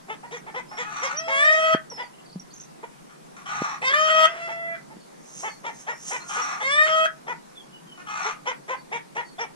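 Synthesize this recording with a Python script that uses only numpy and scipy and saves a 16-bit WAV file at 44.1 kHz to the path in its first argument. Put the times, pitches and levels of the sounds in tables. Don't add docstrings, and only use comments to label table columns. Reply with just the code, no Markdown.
import sys
import numpy as np
from scipy import signal
from scipy.fft import rfft, irfft, next_fast_len
from scipy.io import wavfile
from scipy.ndimage import uniform_filter1d, map_coordinates

SR = 44100
rng = np.random.default_rng(int(sys.argv[2]) if len(sys.argv) > 2 else 0)


def pcm_store(signal):
    levels = np.round(np.clip(np.atleast_2d(signal), -1, 1) * 32767)
    wavfile.write(sys.argv[1], SR, levels.astype(np.int16).T)


N = 421155

# start_s, length_s, first_pitch_hz, dwell_s, glide_s, held_pitch_hz, throat_tightens_at_s, level_db
NEAR_SQUAWKS = [(1.27, 0.5, 542.9, 0.086, 0.087, 623.5, 1.585, -21.5),
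                (3.811, 0.4764, 518, 0.072, 0.059, 619.8, 3.95, -21),
                (6.596, 0.4916, 506.3, 0.018, .13, 625, 6.87, -21.5)]
FAR_SQUAWKS = [(1.095, .675, 507, 0.016, 0.053, 661.3, 1.56, -35),
               (4.0, 0.781, 596.7, 0.01485, 0.09, 678, 4.57, -35.5)]
# time_s, level_db, top_pitch_hz, brightness_db_per_octave, fundamental_over_overtones_db
NEAR_CLUCKS = [(0.086, -30, 443, -1, -11), (0.313, -29.5, 484.6, 3.5, -6.5), (0.544, -27, 512, 0, -8.5),
               (0.774, -26, 498, 4.5, -11.5), (1.018, -25.5, 544, 5, -7.5), (1.975, -29.5, 492, -2, -14),
               (5.431, -26.5, 445, -2, -18.5), (5.641, -27.5, 467.3, -2, -19.5),
               (5.871, -26, 478.2, -0.5, -19), (6.111, -24.5, 504, -0.5, -18), (6.36, -28, 491, 0, -14.5),
               (7.271, -27, 494, -2, -14), (8.247, -27.5, 445, 2.5, -10), (8.461, -23, 519, -0.5, -11),
               (8.685, -23.5, 521, -0.5, -10), (8.917, -26.5, 475, 0.5, -11.5),
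               (9.156, -25, 484.4, -0.5, -15.5), (9.387, -25, 471.6, 0.5, -12.5)]
# time_s, level_db, top_pitch_hz
CLIPPED_CLUCKS = [(1.914, -35, 494), (2.83, -33, 477)]
# time_s, level_db, top_pitch_hz
DULL_CLUCKS = [(.232, -36, 488), (0.466, -34.5, 457), (.71, -36, 434), (4.481, -31.5, 445),
               (4.9, -41.5, 446)]
# time_s, half_width_s, roughness (0-1)
NEAR_CRACKS = [(1.538, 0.005, 0.24), (3.925, 0.018, 0.66), (4.096, 0.017, 0.39), (6.878, 0.011, 0.82)]
DISTANT_CRACKS = [(4.35, 0.064, 0.64), (4.49, 0.019, .5)]
# pitch_over_held_pitch (ratio), fundamental_boost_db
WINDPIPE_BOOST = [(.75, -31), (.87, -9.5), (.92, -12), (.97, -6), (1.03, 3.5)]
# frequency_hz, level_db
WIDE_THROAT = [(900, -6.5), (1270, 3), (1520, -8.5), (1820, 12), (2100, 9), (2700, -12), (3200, -9.5),
               (3560, -2.5), (3900, -21.5), (4460, -18.5), (9000, -29), (13000, -65)]
# frequency_hz, level_db
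STRAINED_THROAT = [(900, -20), (1270, 1.5), (1900, -5), (2540, -11.5), (3190, -5), (3820, -27.5),
                   (4460, -23.5), (6400, -26.5), (13000, -54.5)]
# frequency_hz, level_db
SHUT_THROAT = [(300, -6.5), (950, 5), (1450, -5), (2050, 5), (2400, -3), (2800, -11), (3300, -8.5),
               (4300, -30.5), (6000, -16.5), (11000, -60)]
# frequency_hz, level_db
FAR_THROAT = [(900, -7), (1330, 0), (2000, 1.5), (2660, -5.5), (3320, -11), (4000, -26), (5400, -16.5),
              (13000, -53)]
# frequency_hz, level_db
FAR_STRAINED_THROAT = [(1330, -5.5), (2000, 6.5), (2660, -18), (3320, -18), (4000, -64), (13000, -99)]
# start_s, swell_s, fade_s, peak_db, first_roughness (0-1)
HOARSE_CALLS = [(.8, 0.32, 0.021, -32, 0.35), (3.09, .02, .04, -51, .6), (3.455, 0.18, 0.11, -29, .7),
                (6.29, 0.069, 0.22, -28, 0.6), (8.064, .2, 0.05, -29, 0.42)]
# frequency_hz, width_hz, level_db
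HOARSE_RESONANCES = [(713, 160, -3), (1174, 105, 8.5), (1434, 19.3, 13), (1722, 230, -2), (2450, 380, -4),
                     (3650, 430, -12.5), (4360, 170, -11.5), (5840, 220, -3.5), (7330, 1960, -19.5)]
# peak_s, rise_s, fall_s, peak_db
FOOT_SCRATCHES = [(5.403, 0.47, 0.43, -39), (5.814, 0.32, 0.15, -44.5), (6.095, 0.28, 0.36, -32),
                  (6.29, 0.09, 1, -38)]
# frequency_hz, relative_level_db_per_hz
DUST_COLOUR = [(3000, -0.5), (4490, -6.5), (6150, 15.5), (8100, 5.5), (14900, -24)]
# start_s, length_s, foot_hz, top_hz, level_db
ARCHED_WHISTLES = [(1.159, 0.05, 4290, 5865, -31), (6.412, 0.036, 5150, 5690, -35.5)]
# time_s, pitch_hz, level_db
FALLING_WHISTLE = [(1.9, 5830, -38.5), (1.93, 5390, -46), (1.97, 5300, -43), (2.0, 4980, -56),
                   (2.075, 4520, -58)]
# start_s, length_s, first_hz, last_hz, level_db (before trembling)
BIRD_NOTES = [(0.685, 0.12, 5190, 5600, -57), (1.448, 0.017, 5950, 5400, -45.5),
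              (2.132, 0.019, 2560, 3150, -57), (2.184, 0.024, 2620, 3300, -56.5),
              (2.259, 0.018, 4770, 4320, -55.5), (2.295, 0.016, 4750, 4200, -58),
              (2.505, 0.02, 4080, 4970, -58.5), (2.327, 0.015, 5030, 4200, -55.5),
              (2.396, 0.011, 5850, 5610, -43), (5.004, 0.063, 4440, 4440, -63.5),
              (5.478, 0.1, 4530, 4390, -61), (5.89, 0.17, 5350, 5600, -64),
              (6.202, 0.046, 4160, 4260, -57.5), (7.553, 0.073, 3600, 3240, -56.5),
              (7.725, 0.061, 3060, 2800, -57), (7.87, 0.15, 3160, 2850, -60), (8.77, 0.05, 4580, 4500, -66),
              (9.25, 0.094, 4530, 4440, -62)]
# start_s, level_db (before trembling)
TRILL_SYLLABLES = [(2.53, -52), (2.562, -47), (2.599, -46), (2.635, -50)]
# start_s, first_level_db (before the low cut), ring_hz, t60_s
DULL_KNOCKS = [(1.749, -1, 237, 0.0058), (2.359, -24, 181, 0.094), (3.62, -5.5, 231, 0.0056),
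               (4.969, -30, 200, 0.016)]
# frequency_hz, t60_s
FENCE_DECAY = [(1000, 0.23), (8000, 0.048)]
# frequency_hz, relative_level_db_per_hz
AIR_COLOUR = [(22, -16), (118, -30.5), (140, 0.5), (241, -3), (862, -9), (1420, -14), (3170, -23.5),
              (6000, -23.5), (10700, -27), (14900, -46.5)]
# frequency_hz, correlation (-1 to 1)
AIR_LIKENESS = [(40, 0.92), (130, 0.13), (600, -0.8), (3000, 0.033)]
# frequency_hz, left_minus_right_db
PORT_LEAN = [(690, .4), (1260, 4.5), (2300, -1.2), (8000, -4)]

AIR_DB = -48
TOP_HZ = 15060
SCOOP, SCOOP_S, GLIDE_BEND = 0.09, 0.01155, 1.4
RELEASE_S, RELEASE_DB, BURST_DB = 0.03, 44, 3
CLEAR, ROUGH_IN_S, CRACK_DB = 0.13, 0.03, 5
ONSET_DB, SWELL_S = 33.5, 0.026
WAVER_DB = 1.1
TURN_S = .025
OPENING_S, OPENING_PITCH, OPENING_DB = .04, .85, -3.5
GASP_HZ, GASP_WIDTH_HZ, GASP_DB, GASP_T60_S = 1350, 300, 3, 0.08
GASP_DROP, GASP_DROP_S = 0.322, 0.0112
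HIDDEN_TILT_DB, OPENING_TILT_DB = -5.5, -1
HIDDEN_LOW_DB, CLIPPED_LOW_DB = -24.5, -6
RASP_START_DB, RASP_END_DB, RASP_TAIL_S, RASP_TAIL_DB = -5.5, -7, 0.055, -28
LEAD_S, LEAD_DB, LEAD_DIP_DB = .09, -12.5, -28.5
RASP_HZ, VOICED_S = 420.4, .075
CATCH_HZ, CATCH_DB, CATCH_T60_S = 3100, -9, 0.23
SCRATCH_DROP_DB = 55.5
FOOT_DB = -27
ARCH_UP, ARCH_DOWN = .25, .63
TICK_S, TICK_HZ, TICK_END_HZ = 0.0061, 6160, 5340
SLUR_AFTER_S, SLUR_S, SLUR_HZ, SLUR_END_HZ, SLUR_DB = 0.0073, 0.016, 6670, 5960, -1


def squawks(calls, throat, later, cracks, creep_hz, low_db, overtone_rise_db):
    out = np.zeros(N)
    for s, length, first_hz, dwell, glide, held_hz, turn, db in calls:
        t = np.arange(round(length * SR)) / SR
        climb = 1 - np.exp(-(np.maximum(t - dwell, 0) / glide) ** GLIDE_BEND)
        hz = first_hz + (held_hz - first_hz) * climb + creep_hz * t
        hz = hz * (1 - SCOOP * np.exp(-t / SCOOP_S))

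        end = (t - length) / RELEASE_S + 1
        push = np.exp(-(2 * end) ** 2)
        fall_db = RELEASE_DB * np.maximum(end, 0)
        crack = sum(depth * np.exp(-((s + t - at) / width) ** 2) for at, width, depth in cracks)
        rough = CLEAR + 0.33 * np.exp(-t / ROUGH_IN_S) + crack + np.clip(end, 0, 1)
        turned = (1 + np.tanh((s + t - turn) / TURN_S)) / 2
        low, high = voice(hz, rough, throat, later, turned, smear=.055)

        windpipe_db = np.interp(hz / held_hz, *np.transpose(WINDPIPE_BOOST))
        low_part = amp(low_db - CRACK_DB * crack + windpipe_db) * low
        high_db = BURST_DB * push - ONSET_DB * np.exp(-t / SWELL_S) + overtone_rise_db * t
        high_db = high_db - CRACK_DB * crack + WAVER_DB * wobble(7.1, count=len(t))
        add(out, round(s * SR), amp(db - fall_db) * (low_part + amp(high_db) * high))
    return out


def gasps(calls):
    out, t = np.zeros(N), np.arange(SR // 4) / SR
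    for s, length, *_, db in calls:
        noise = rng.standard_normal(len(t))
        rush = filtered(noise, lambda f: resonance(f, GASP_HZ, GASP_WIDTH_HZ) ** 2)
        position = np.cumsum(1 + GASP_DROP * np.exp(-t / GASP_DROP_S))
        rush = map_coordinates(rush, [position], mode="mirror")
        level = amp(db + GASP_DB - 60 * t / GASP_T60_S) * (1 - np.exp(-t / 0.00047))
        add(out, round((s + length - RELEASE_S) * SR), level * unit(rush))
    return out


def clucks(calls, length_s):
    out, u = np.zeros(N), np.linspace(0, 1, round(length_s * SR))
    edge = np.abs((u - .5) * 2) ** 1.3
    puff = np.sin(np.pi * u ** .85) ** 1.5
    rough = .16 + .75 * edge
    for s, db, hz, tilt_db, low_db in calls:
        throat = [(f * rng.normal(1, .03), level + tilt_db * np.log2(f / 1000)) for f, level in SHUT_THROAT]
        pitch = hz * (1 - 0.39 * edge ** 1.7)
        low, call = voice(pitch, rough, throat, throat, turned=0, smear=.08)
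        mellow = filtered(call, lambda f: 1 / (1 + (f / 1600) ** 4))
        high = mellow + puff ** 0.18 * (call - mellow)
        add(out, round((s - .09 * length_s) * SR), amp(db) * puff * (amp(low_db) * puff * low + high))
    return out


def voice(hz, rough, throat, later, turned, smear):
    n, rough = len(hz), np.clip(rough, 0, 1)
    phase = 2 * np.pi * np.cumsum(hz * (1 + .035 * rough * wobble(250, count=n))) / SR
    k = np.arange(2, 24)[:, None]
    flutter = np.array([wobble(30, count=n) for _ in k])
    blur = (.001 + smear * rough) * k ** 2 * np.array([wobble(120, count=n) for _ in k])
    colour_db = (1 - turned) * along(throat, k * hz) + turned * along(later, k * hz)
    tones = amp(colour_db + (6 * rough + .3 * k) * flutter) * np.cos(k * (phase - .6) + blur)
    tones = tones * amp(5 * rough * wobble(180, count=n))
    alternation = .3 * turned * np.clip(wobble(8, count=n), 0, 1)
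    tones = tones * (1 + alternation * np.cos(phase / 2))
    gated = rng.standard_normal(n) * (1 + np.cos(phase))
    early_breath, late_breath = [unit(filtered(gated, lambda f: amp(along(shape, f)) * (f > 350)))
                                 for shape in (throat, later)]
    breath = (1 - turned) * early_breath + turned * late_breath
    fundamental = np.sqrt(2) * np.cos(phase - .6)
    return fundamental, np.sqrt(1 - rough ** 2) * unit(tones.sum(0)) + rough * breath


def hoarse_throat(f):
    return sum((-1) ** k * amp(db) * resonance(f, hz, width)
               for k, (hz, width, db) in enumerate(HOARSE_RESONANCES))


def rasps():
    out = np.zeros(N)
    for s, swell, fade, peak_db, first in HOARSE_CALLS:
        fade_end = s + swell + fade
        start, (db,) = span([(s - LEAD_S, peak_db + LEAD_DB), (s - .004, peak_db + LEAD_DIP_DB),
                             (s + 0.0065, peak_db + RASP_START_DB), (s + swell, peak_db),
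                             (fade_end, peak_db + RASP_END_DB),
                             (fade_end + RASP_TAIL_S, peak_db + RASP_TAIL_DB)])
        n = len(db)
        t = (start + np.arange(n)) / SR - s
        rough = np.interp(t, [VOICED_S, VOICED_S + .04], [np.clip(first, 0, 1), .72])
        hz = RASP_HZ * np.where(t < 0, .83, 1) * (1 + .12 * rough ** 2 * wobble(150, count=n))
        cycles = np.cumsum(hz) / SR
        pulses = np.diff(np.floor(cycles), prepend=0) * amp(5 * rough * wobble(200, count=n))
        beats = filtered(pulses, lambda f: hoarse_throat(f) / (1 + (f / 3200) ** 4))
        sputter = filtered(rng.standard_normal(n) * amp(3.5 * wobble(130, count=n)), hoarse_throat)
        call = np.sqrt(1 - rough ** 2) * unit(beats) + rough * unit(sputter)
        glide = np.cumsum(1 + .025 * wobble(14, count=n))
        call = map_coordinates(call, [glide], mode="mirror")
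        catch = unit(filtered(rng.standard_normal(n), lambda f: resonance(f, CATCH_HZ, 390) ** 2))
        catch = catch * (t > 0) * amp(CATCH_DB - 60 * abs(t) / CATCH_T60_S)
        add(out, start, amp(db) * (call + catch))
    return out


def scratches():
    out = np.zeros(N)
    grit = rng.standard_normal(N) * amp(2.2 * wobble(430, count=N))
    grit = unit(filtered(grit, lambda f: amp(along(DUST_COLOUR, f)) * (f > 300)))
    for s, rise, fall, peak_db in FOOT_SCRATCHES:
        quiet_db = peak_db - SCRATCH_DROP_DB
        start, (db,) = span([(s - rise, quiet_db), (s, peak_db), (s + fall, quiet_db)])
        add(out, start, amp(db) * grit[start:start + len(db)])
    return out


def songbirds():
    out = np.zeros(N)
    arches = [[(s, foot, db + FOOT_DB), (s + ARCH_UP * length, top, db),
               (s + ARCH_DOWN * length, top, db + 0.5), (s + length, foot, db + FOOT_DB)]
              for s, length, foot, top, db in ARCHED_WHISTLES]
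    for rows in arches + [FALLING_WHISTLE]:
        start, (hz, db) = span(rows)
        add(out, start, amp(db) * np.sqrt(2) * np.sin(2 * np.pi * np.cumsum(hz) / SR))

    ticks = [(s, TICK_S, TICK_HZ, TICK_END_HZ, db) for s, db in TRILL_SYLLABLES]
    slurs = [(s + SLUR_AFTER_S, SLUR_S, SLUR_HZ, SLUR_END_HZ, db + SLUR_DB) for s, db in TRILL_SYLLABLES]
    for s, length, first_hz, last_hz, db in BIRD_NOTES + ticks + slurs:
        u = np.linspace(0, 1, round(length * SR))
        hz = first_hz + (last_hz - first_hz) * u ** .8
        level = amp(db + 2 + 3.5 * wobble(70, count=len(u)))
        swell = 2 * np.sin(np.pi * u ** 0.55) ** .45
        add(out, round(s * SR), level * swell * np.sin(2 * np.pi * np.cumsum(hz) / SR))
    return out


def knocks():
    out, t = np.zeros(N), np.arange(SR // 10) / SR
    for s, db, hz, t60 in DULL_KNOCKS:
        cycles = hz * (t + 0.00067 * (1 - np.exp(-t / 0.00092)))
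        out[round(s * SR):][:len(t)] -= amp(db - 60 * t / t60) * np.sin(2 * np.pi * cycles)
    return filtered(out, lambda f: 1 / (1 + (135 / (f + 1)) ** 14))


def fences(x):
    out, step = np.zeros((2, N + SR)), SR // 4
    for start in range(0, N, step):
        hz, t, z = signal.stft(rng.standard_normal((2, SR // 3)), SR, nperseg=256)
        decay = amp(-60 * t / along(FENCE_DECAY, hz)[:, None])
        tail = signal.istft(z * decay, SR, nperseg=256)[1]
        piece = x[start:start + 2 * step]
        piece = piece * np.hanning(2 * step)[:len(piece)]
        echo = signal.fftconvolve(piece[None], tail / np.linalg.norm(tail[0]), axes=1)
        out[:, start:start + echo.shape[1]] += echo
    return filtered(out[:, :N], lambda f: (f / (f + 500)) ** 2 * np.exp(-2j * np.pi * f * .011))


def air():
    z = signal.stft(rng.standard_normal((2, N)), nperseg=512)[2]
    patches = uniform_filter1d(rng.standard_normal(z.shape[1:]), size=6, axis=0)
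    patches = uniform_filter1d(patches, size=14, axis=1)
    pair = signal.istft(z * amp(1.4 * unit(patches)), nperseg=512)[1][:, :N]

    def spread(hz):
        angle = np.arccos(np.clip(along(AIR_LIKENESS, hz), -1, 1)) / 2
        return amp(along(AIR_COLOUR, hz)) * [np.cos(angle), np.sin(angle)]

    mid, side = filtered(pair, spread)
    return amp(AIR_DB) * unit(np.array([mid + side, mid - side]))


def ports(x, lead_s, lean):
    side = np.array([[1], [-1]])

    def response(f):
        shade = amp(side * lean * along(PORT_LEAN, f) / 2)
        return shade * np.exp(1j * np.pi * f * (side - 1) * lead_s)

    return filtered(x, response)


def amp(db):
    return 10 ** (np.asarray(db) / 20)


def unit(x):
    return x / np.sqrt(np.mean(x ** 2) + 1e-20)


def along(points, hz):
    f, v = np.transpose(points)
    return np.interp(np.log(hz + 1), np.log(f + 1), v)


def wobble(rate, count):
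    knots = rng.standard_normal(int(count * rate / SR) + 4)
    return map_coordinates(knots, [np.arange(count) * rate / SR])


def resonance(f, hz, width_hz):
    return 1j * f * width_hz / (hz ** 2 - f * f + 1j * f * width_hz)


def filtered(x, response):
    m = next_fast_len(x.shape[-1] + 8192)
    return irfft(rfft(x, m) * response(np.fft.rfftfreq(m, 1 / SR)), m)[..., :x.shape[-1]]


def span(rows):
    s, *cols = np.transpose(rows)
    i = np.arange(round(s[0] * SR), round(s[-1] * SR))
    return i[0], [np.interp(i / SR, s, c) for c in cols]


def add(track, start, x):
    i = np.arange(len(x))
    fade = np.clip(np.minimum(i, i[::-1]) / (0.00067 * SR), 0, 1)
    track[start:start + len(x)] += (x * fade)[:N - start]


def scene():
    openings = clucks([(s + 0.0078, db + OPENING_DB, OPENING_PITCH * hz, OPENING_TILT_DB, HIDDEN_LOW_DB)
                       for s, _, hz, *_, db in NEAR_SQUAWKS], OPENING_S)
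    near = squawks(NEAR_SQUAWKS, WIDE_THROAT, STRAINED_THROAT, NEAR_CRACKS,
                   creep_hz=39.6, low_db=-4.5, overtone_rise_db=10.5)
    near = near + openings + gasps(NEAR_SQUAWKS)
    puffs = clucks(NEAR_CLUCKS, .085)

    clipped = clucks([(*row, HIDDEN_TILT_DB, CLIPPED_LOW_DB) for row in CLIPPED_CLUCKS], 0.0319)
    dull = clucks([(*row, HIDDEN_TILT_DB, HIDDEN_LOW_DB) for row in DULL_CLUCKS], 0.052)
    far = squawks(FAR_SQUAWKS, FAR_THROAT, FAR_STRAINED_THROAT, DISTANT_CRACKS,
                  creep_hz=-12.5, low_db=1.5, overtone_rise_db=3.5)
    far = far + gasps(FAR_SQUAWKS) + clipped + dull

    hoarse = rasps()
    small = scratches() + songbirds()
    echo = fences(amp(-6) * near + amp(-5) * puffs + amp(-4) * far + amp(1.5) * hoarse + amp(-2.5) * small)
    return (ports(near + puffs, .00025, lean=1.4) + ports(far, .00025, lean=-1.1)
            + ports(hoarse, .00025, lean=1.3) + ports(small, 0.0002, lean=1.0)
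            + ports(knocks(), 0.000066, lean=0.047) + echo + air())


def record(dry):
    return filtered(dry, lambda hz: hz < TOP_HZ)


dry = scene()
out = record(dry)
pcm_store(out)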